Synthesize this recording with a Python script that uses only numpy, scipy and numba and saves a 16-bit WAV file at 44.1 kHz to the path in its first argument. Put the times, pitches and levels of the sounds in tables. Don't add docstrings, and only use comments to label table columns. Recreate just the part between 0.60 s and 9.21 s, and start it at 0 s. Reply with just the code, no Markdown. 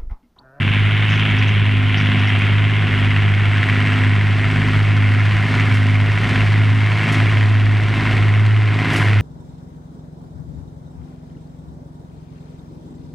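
import sys
import numpy as np
from scipy import signal
from scipy.fft import rfft, irfft, next_fast_len
from scipy.io import wavfile
from scipy.ndimage import uniform_filter1d
from numba import njit

SR = 44100
rng = np.random.default_rng(int(sys.argv[2]) if len(sys.argv) > 2 else 0)


def invert_db(level):
    return 10 ** (np.asarray(level, dtype=float) / 20)


def pcm_store(signal):
    levels = np.round(np.clip(np.atleast_2d(signal), -1, 1) * 32767)
    wavfile.write(sys.argv[1], SR, levels.astype(np.int16).T)


N = 379701
t = np.arange(N) / SR

# (time [s], firing rate [Hz])
FIRING_RATE = [(0.0, 101.43), (0.35, 105.26), (0.92, 104.49), (1.72, 102.61), (2.15, 104.91),
               (2.33, 102.42), (2.84, 102.98), (3.74, 103.29), (3.86, 103.24), (4.76, 104.49),
               (5.26, 103.76), (5.77, 104.06), (6.01, 105.57), (6.48, 106.16), (7.08, 105.37),
               (7.64, 105.23), (7.9, 107.05), (8.61, 104.46)]
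# (time [s], level [dB])
MACHINE_SWELLS = [(0, -1), (.55, 1.05), (1.15, -0.88), (1.6, 1.1), (1.95, 0.19), (2.4, -0.54), (3, 1.2),
                  (3.6, -0.15), (4.15, -1.2), (4.7, 1.3), (5.2, -0.43), (5.85, -0.3), (6.25, 0.87), (6.7, .8),
                  (7.1, -0.82), (7.6, -1.1), (8.1, -0.48), (8.61, 0.098)]
# (multiple of the engine cycle [-], level [dB rms])
EXHAUST_TONES = [(2, -58), (3, -39), (5, -46), (6, -14), (7, -44), (9, -43), (11, -43), (12, -40),
                 (13, -46), (16, -43), (17, -50), (18, -50), (19, -42), (20, -47), (21, -53), (22, -47),
                 (23, -44), (24, -49), (25, -55), (26, -54), (29, -54), (32, -51), (35, -55), (38, -52),
                 (41, -52), (42, -52), (45, -54), (48, -55), (51, -56)]
# (time [s], lag [radians of the engine cycle])
EXHAUST_WANDER = [(.6, -.04), (1.5, .14), (2.3, .02), (3.2, .13), (4, -.03), (4.95, .12), (5.7, -.06),
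                  (6.45, -.1), (7.45, .06), (8.3, .12)]
# (multiple of the knife rate [-], level mid-pass [dB rms], growth [dB per s])
KNIFE_TONES = [(1, -42.5, 0.5), (2, -22.5, 1.48), (3, -29, 0.05), (4, -35.5, -0.5), (5, -29.5, -0.07),
               (6, -53.5, 4.1), (7, -69, 1)]
# (time [s], multiple of the knife rate [-], change [dB], half length
# [s])
KNIFE_TONE_SWELLS = [(0.356, 5, -11, 0.18), (0.955, 5, -13, .09), (1.93, 5, -6, 0.2), (2.75, 5, -10.5, 0.14),
                     (3.617, 5, -8.5, 0.068), (4.268, 5, -13.5, 0.066), (4.72, 5, -10, 0.083),
                     (5.585, 5, -13, 0.067), (5.897, 5, -16, 0.049), (6.353, 5, -14.5, 0.09),
                     (6.71, 5, -11, 0.053), (6.9, 5, -5.5, .07), (7.842, 5, -9, 0.33), (8.5, 5, -17, .07),
                     (1.096, 3, -3, 0.25), (1.697, 3, -1, 0.08), (4.49, 3, 0, 0.052), (5.646, 3, -12, .05),
                     (6.15, 3, -2, 0.053), (6.98, 3, -17.5, .25), (7.9, 3, -10, 0.13), (8.55, 3, -13.5, 0.12),
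                     (3.95, 2, -3, 0.23), (4.85, 2, -2, 0.15), (2.25, 3, 6, .08), (4.15, 3, 2, 0.12),
                     (1.547, 4, 7, 0.073), (2.203, 5, -7.5, 0.05), (7.252, 5, -6.5, .1)]
# (frequency [Hz], level [dB per Hz])
RUMBLE_COLOUR = [(20, -74.5), (28, -59), (42, -54.5), (75, -57.5), (95, -44), (120, -46), (170, -53.5),
                 (230, -54.5), (280, -64), (400, -67), (600, -80.5)]
THUD_CYLINDERS = [1.3, 1.3, 5.3, 1.1, 1.7, 1]
KNOCK_CYLINDERS = [2.8, 1.4, 5.7, 4.8, 2.2, 1.4]
# (frequency [Hz], level [dB per Hz])
THUD_COLOUR = [(200, -91), (320, -61.5), (403, -66), (450, -66.5), (560, -68), (730, -60.5), (850, -67.5),
               (1020, -59), (1200, -66.5), (1500, -61.5)]
# (frequency [Hz], level [dB per Hz])
KNOCK_COLOUR = [(1000, -66.5), (1400, -58.5), (1620, -56), (2100, -52.5), (2450, -61.5), (2900, -68.5)]
# (frequency [Hz], level [dB per Hz])
BRIGHT_COLOUR = [(2200, -69), (2700, -61.5), (3200, -62), (3900, -76), (5000, -105), (7500, -118),
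                 (10000, -100), (13000, -116)]
# (time [s], frequency [Hz])
WHINE_PITCH = [(0, 2120), (.3, 2140), (.9, 2105), (2, 2120), (2.4, 2110), (3, 2125), (5, 2112), (6, 2105),
               (6.6, 2085), (7.5, 2075), (8.61, 2058)]
# (distance from the whine [firing rates], level [dB rms])
WHINE_SIDE_TONES = [(-2, -44), (-1, -48), (0, -40), (1, -41.5), (2, -49)]
# (frequency [Hz], level [dB per Hz])
GRASS_COLOUR = [(2000, -105), (3000, -69.5), (4200, -75.5), (5500, -82.5), (7000, -89.5), (8000, -88.5),
                (10000, -96), (12500, -105), (15000, -119), (16000, -131)]
# (frequency [Hz], level [dB rms])
SQUEAL_TONES = [(7730, -72), (7970, -69), (12100, -86), (13420, -83)]
# (time [s], peak level [dB], ring frequency [Hz], time to fall 60 dB [s])
LINK_RATTLES = [(0.496, -39, 5500, 0.092), (0.516, -42, 5540, 0.13), (.55, -44, 5540, 0.13),
                (.59, -48, 6000, .1), (.70, -49, 6000, .1), (.782, -40, 5380, .1), (.825, -42, 5150, .1),
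                (.875, -44, 5840, 0.12), (.915, -46, 4940, .08), (1.37, -37, 5000, 0.15),
                (1.408, -45, 5200, 0.11), (1.445, -48, 5270, .14), (1.48, -50, 5200, .12),
                (1.565, -49, 5100, 0.1), (1.59, -45, 5300, .1), (1.64, -48, 5000, .1),
                (1.671, -41, 5200, .1)]
# (time of the peak [s], level [dB], rise [s], fall
# [s])
FLUNG_CLUMPS = [
    (1.79, -52, .004, 0.0067),
    (5.142, -48.5, 0.0034, 0.031),
    (5.69, -61, 0.0086, 0.02),
    (6.523, -47, .002, 0.022),
    (8.335, -48, 0.015, 0.028),
    (8.364, -44.5, .0015, 0.021),
    (8.42, -56.5, 0.024, 0.07),
    (8.609, -41, 0.00079, .002),
]
# (frequency [Hz], level [dB per Hz])
CLUMP_COLOUR = [(2500, -27), (4500, 8.5), (8000, 1.5), (11000, -1.5), (14500, -21.5), (16000, -41)]


def curves(table):
    s, *columns = np.transpose(table)
    return [np.interp(t, s, column) for column in columns]


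def colour(x, points):
    size = next_fast_len(N + 8192)
    hz, db = np.transpose(points)
    log_hz = np.log(np.arange(size // 2 + 1) * SR / size + 1)
    gain = invert_db(np.interp(log_hz, np.log(hz), db, left=-200, right=-200))
    return irfft(rfft(x, size) * gain * np.sqrt(SR / 2), size)[:N]


def walk(rate):
    hold = int(SR / rate)
    levels = np.repeat(rng.standard_normal(N // hold + 1), hold)
    return 1.4 * uniform_filter1d(uniform_filter1d(levels, hold), hold)[:N]


def bursts(firings, cylinder_db, late, depth_db, scatter_db):
    count, part = np.divmod(firings - late + 6, 1)
    count = count.astype(int)
    scatter = scatter_db * rng.standard_normal(N // 300)[count]
    peak_db = depth_db + np.take(cylinder_db, count % 6) + scatter
    gate = invert_db(peak_db * np.sin(np.pi * part) ** 2)
    return gate * rng.standard_normal(N) / np.sqrt(np.mean(gate ** 2))


def bump(middle, half):
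    return np.exp(-((t - middle) / half) ** 2)


def facing(db, turn_db, db_per_s):
    turn_s, half_s = 2.58, 1.1
    return invert_db(db + turn_db * np.tanh((t - turn_s) / half_s) + db_per_s * (t - turn_s))


def exhaust(firings):
    cycle = 2 * np.pi * firings / 6
    lag = curves(EXHAUST_WANDER)[0]
    tones = 0
    for k, db in EXHAUST_TONES:
        angle = k * (cycle - (k < 8) * lag + np.pi / 3)
        swing = np.sign(8 - k)
        tones = tones + invert_db(db + 0.6 * walk(8)) * swing * np.cos(angle)
    return np.sqrt(2) * invert_db(0.23 * (t - 9.0)) * tones


def knife_drum(firings):
    knives_per_cycle, start_angle = 2.966, 2.24
    drum = knives_per_cycle * 2 * np.pi * firings / 6 + start_angle
    tones = 0
    for k, db, db_per_s in KNIFE_TONES:
        shaky = k > 2
        swell_db = sum(change * bump(s, half) for s, j, change, half in KNIFE_TONE_SWELLS if round(j) == round(k))
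        waver_db = (1.28 + 0.092 * t if shaky else 0.4) * walk(8)
        level = invert_db(db + db_per_s * (t - 4.5) + swell_db + waver_db)
        tones = tones + level * np.cos(k * drum + shaky * 0.2 * walk(10))
    return -np.sqrt(2) * tones


def rumble():
    return colour(invert_db(1.2 * walk(6)) * rng.standard_normal(N), RUMBLE_COLOUR)


def block(firings):
    thuds = bursts(firings, THUD_CYLINDERS, late=-0.46, depth_db=2.0, scatter_db=0.5)
    thud = invert_db(0.54 * (t - 4.5)) * colour(thuds, THUD_COLOUR)
    blows = bursts(firings, KNOCK_CYLINDERS, late=-0.38, depth_db=3.5, scatter_db=1.45)
    knock = facing(db=-2.3, turn_db=0.53, db_per_s=-0.11) * colour(blows, KNOCK_COLOUR)
    bright = facing(db=-0.2, turn_db=-3.5, db_per_s=-0.14) * colour(blows, BRIGHT_COLOUR)
    return thud + knock + bright


def whine(firings):
    angle = 2 * np.pi * np.cumsum(curves(WHINE_PITCH)[0] + 1.5 * walk(4)) / SR
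    tones = 0
    for k, db in WHINE_SIDE_TONES:
        tones = tones + invert_db(db + 1.8 * walk(5)) * np.cos(angle + 2 * np.pi * k * firings)
    return np.sqrt(2) * tones


def grass(firings):
    grains = invert_db(1.2 * rng.exponential(size=N // 40 + 1)).repeat(40)[:N]
    puffs = bursts(firings, KNOCK_CYLINDERS, late=-0.36, depth_db=-2.0, scatter_db=1.0) * grains / 1.1
    flow = invert_db(0.23 * walk(14) + 1 * bump(5.5, 1.38))
    return facing(db=-2.7, turn_db=1.76, db_per_s=0.25) * flow * colour(puffs, GRASS_COLOUR)


def squeals():
    singing = invert_db(9 * bump(3.7, 1.5) - 4)
    out = np.zeros(N)
    for hz, db in SQUEAL_TONES:
        out += singing * invert_db(db + 3 * walk(12)) * walk(120) * np.cos(2 * np.pi * hz * t)
    return out


def rattles():
    out = np.zeros(N)
    ring = t[:SR // 5]
    for s, db, hz, t60 in LINK_RATTLES:
        off, start = rng.standard_normal((2, 40))
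        pitches = hz * np.exp(0.16 * off)
        waves = np.sin(2 * np.pi * np.outer(pitches, ring) + 3 * start[:, None])
        modes = invert_db(-3 * off ** 2) @ waves
        fade = np.tanh(ring / 0.004) * np.exp(-np.log(1000) * ring / t60)
        out[int(s * SR):][:len(ring)] += invert_db(db - 9.5) * modes * fade
    return out


def clumps():
    flung = 0
    for s, db, rise, fall in FLUNG_CLUMPS:
        flung = flung + invert_db(db) * np.exp(-np.abs(t - s) / np.where(t < s, rise, fall))
    return colour(flung * rng.standard_normal(N), CLUMP_COLOUR) * invert_db(-35)


def scene():
    firings = np.cumsum(curves(FIRING_RATE)[0]) / SR
    booms = exhaust(firings) + knife_drum(firings) + rumble()
    engine = block(firings) + whine(firings)
    harvester = grass(firings) + squeals() + rattles() + clumps()
    mono = booms + invert_db(curves(MACHINE_SWELLS)[0]) * (engine + harvester)
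    return np.array([mono, mono])


@njit
def follow(x, attack, release):
    y, e = np.empty(len(x)), np.mean(x)
    for i in range(len(x)):
        e += (x[i] - e) * (attack if x[i] > e else release)
        y[i] = e
    return y


def roll_off(x):
    return signal.sosfilt(signal.butter(12, 15140, fs=SR, output="sos"), x)


def record(dry):
    envelope = follow(np.abs(dry[0]), 1 / (0.043 * SR), 1 / (0.06 * SR))
    loud = uniform_filter1d(envelope, size=SR // 104)
    fade_in = np.minimum(t / 0.0019, 1)
    even = dry * (0.19 / loud) ** 0.61 * fade_in
    left = signal.lfilter(*signal.butter(1, 40, "high", fs=SR), even[0])
    right = signal.lfilter(*signal.butter(1, 4, "high", fs=SR), even[1])
    hiss = invert_db(-87.0) * rng.standard_normal((2, N))
    return roll_off(np.array([left, right]) + hiss)


dry = scene()
out = record(dry)
pcm_store(out)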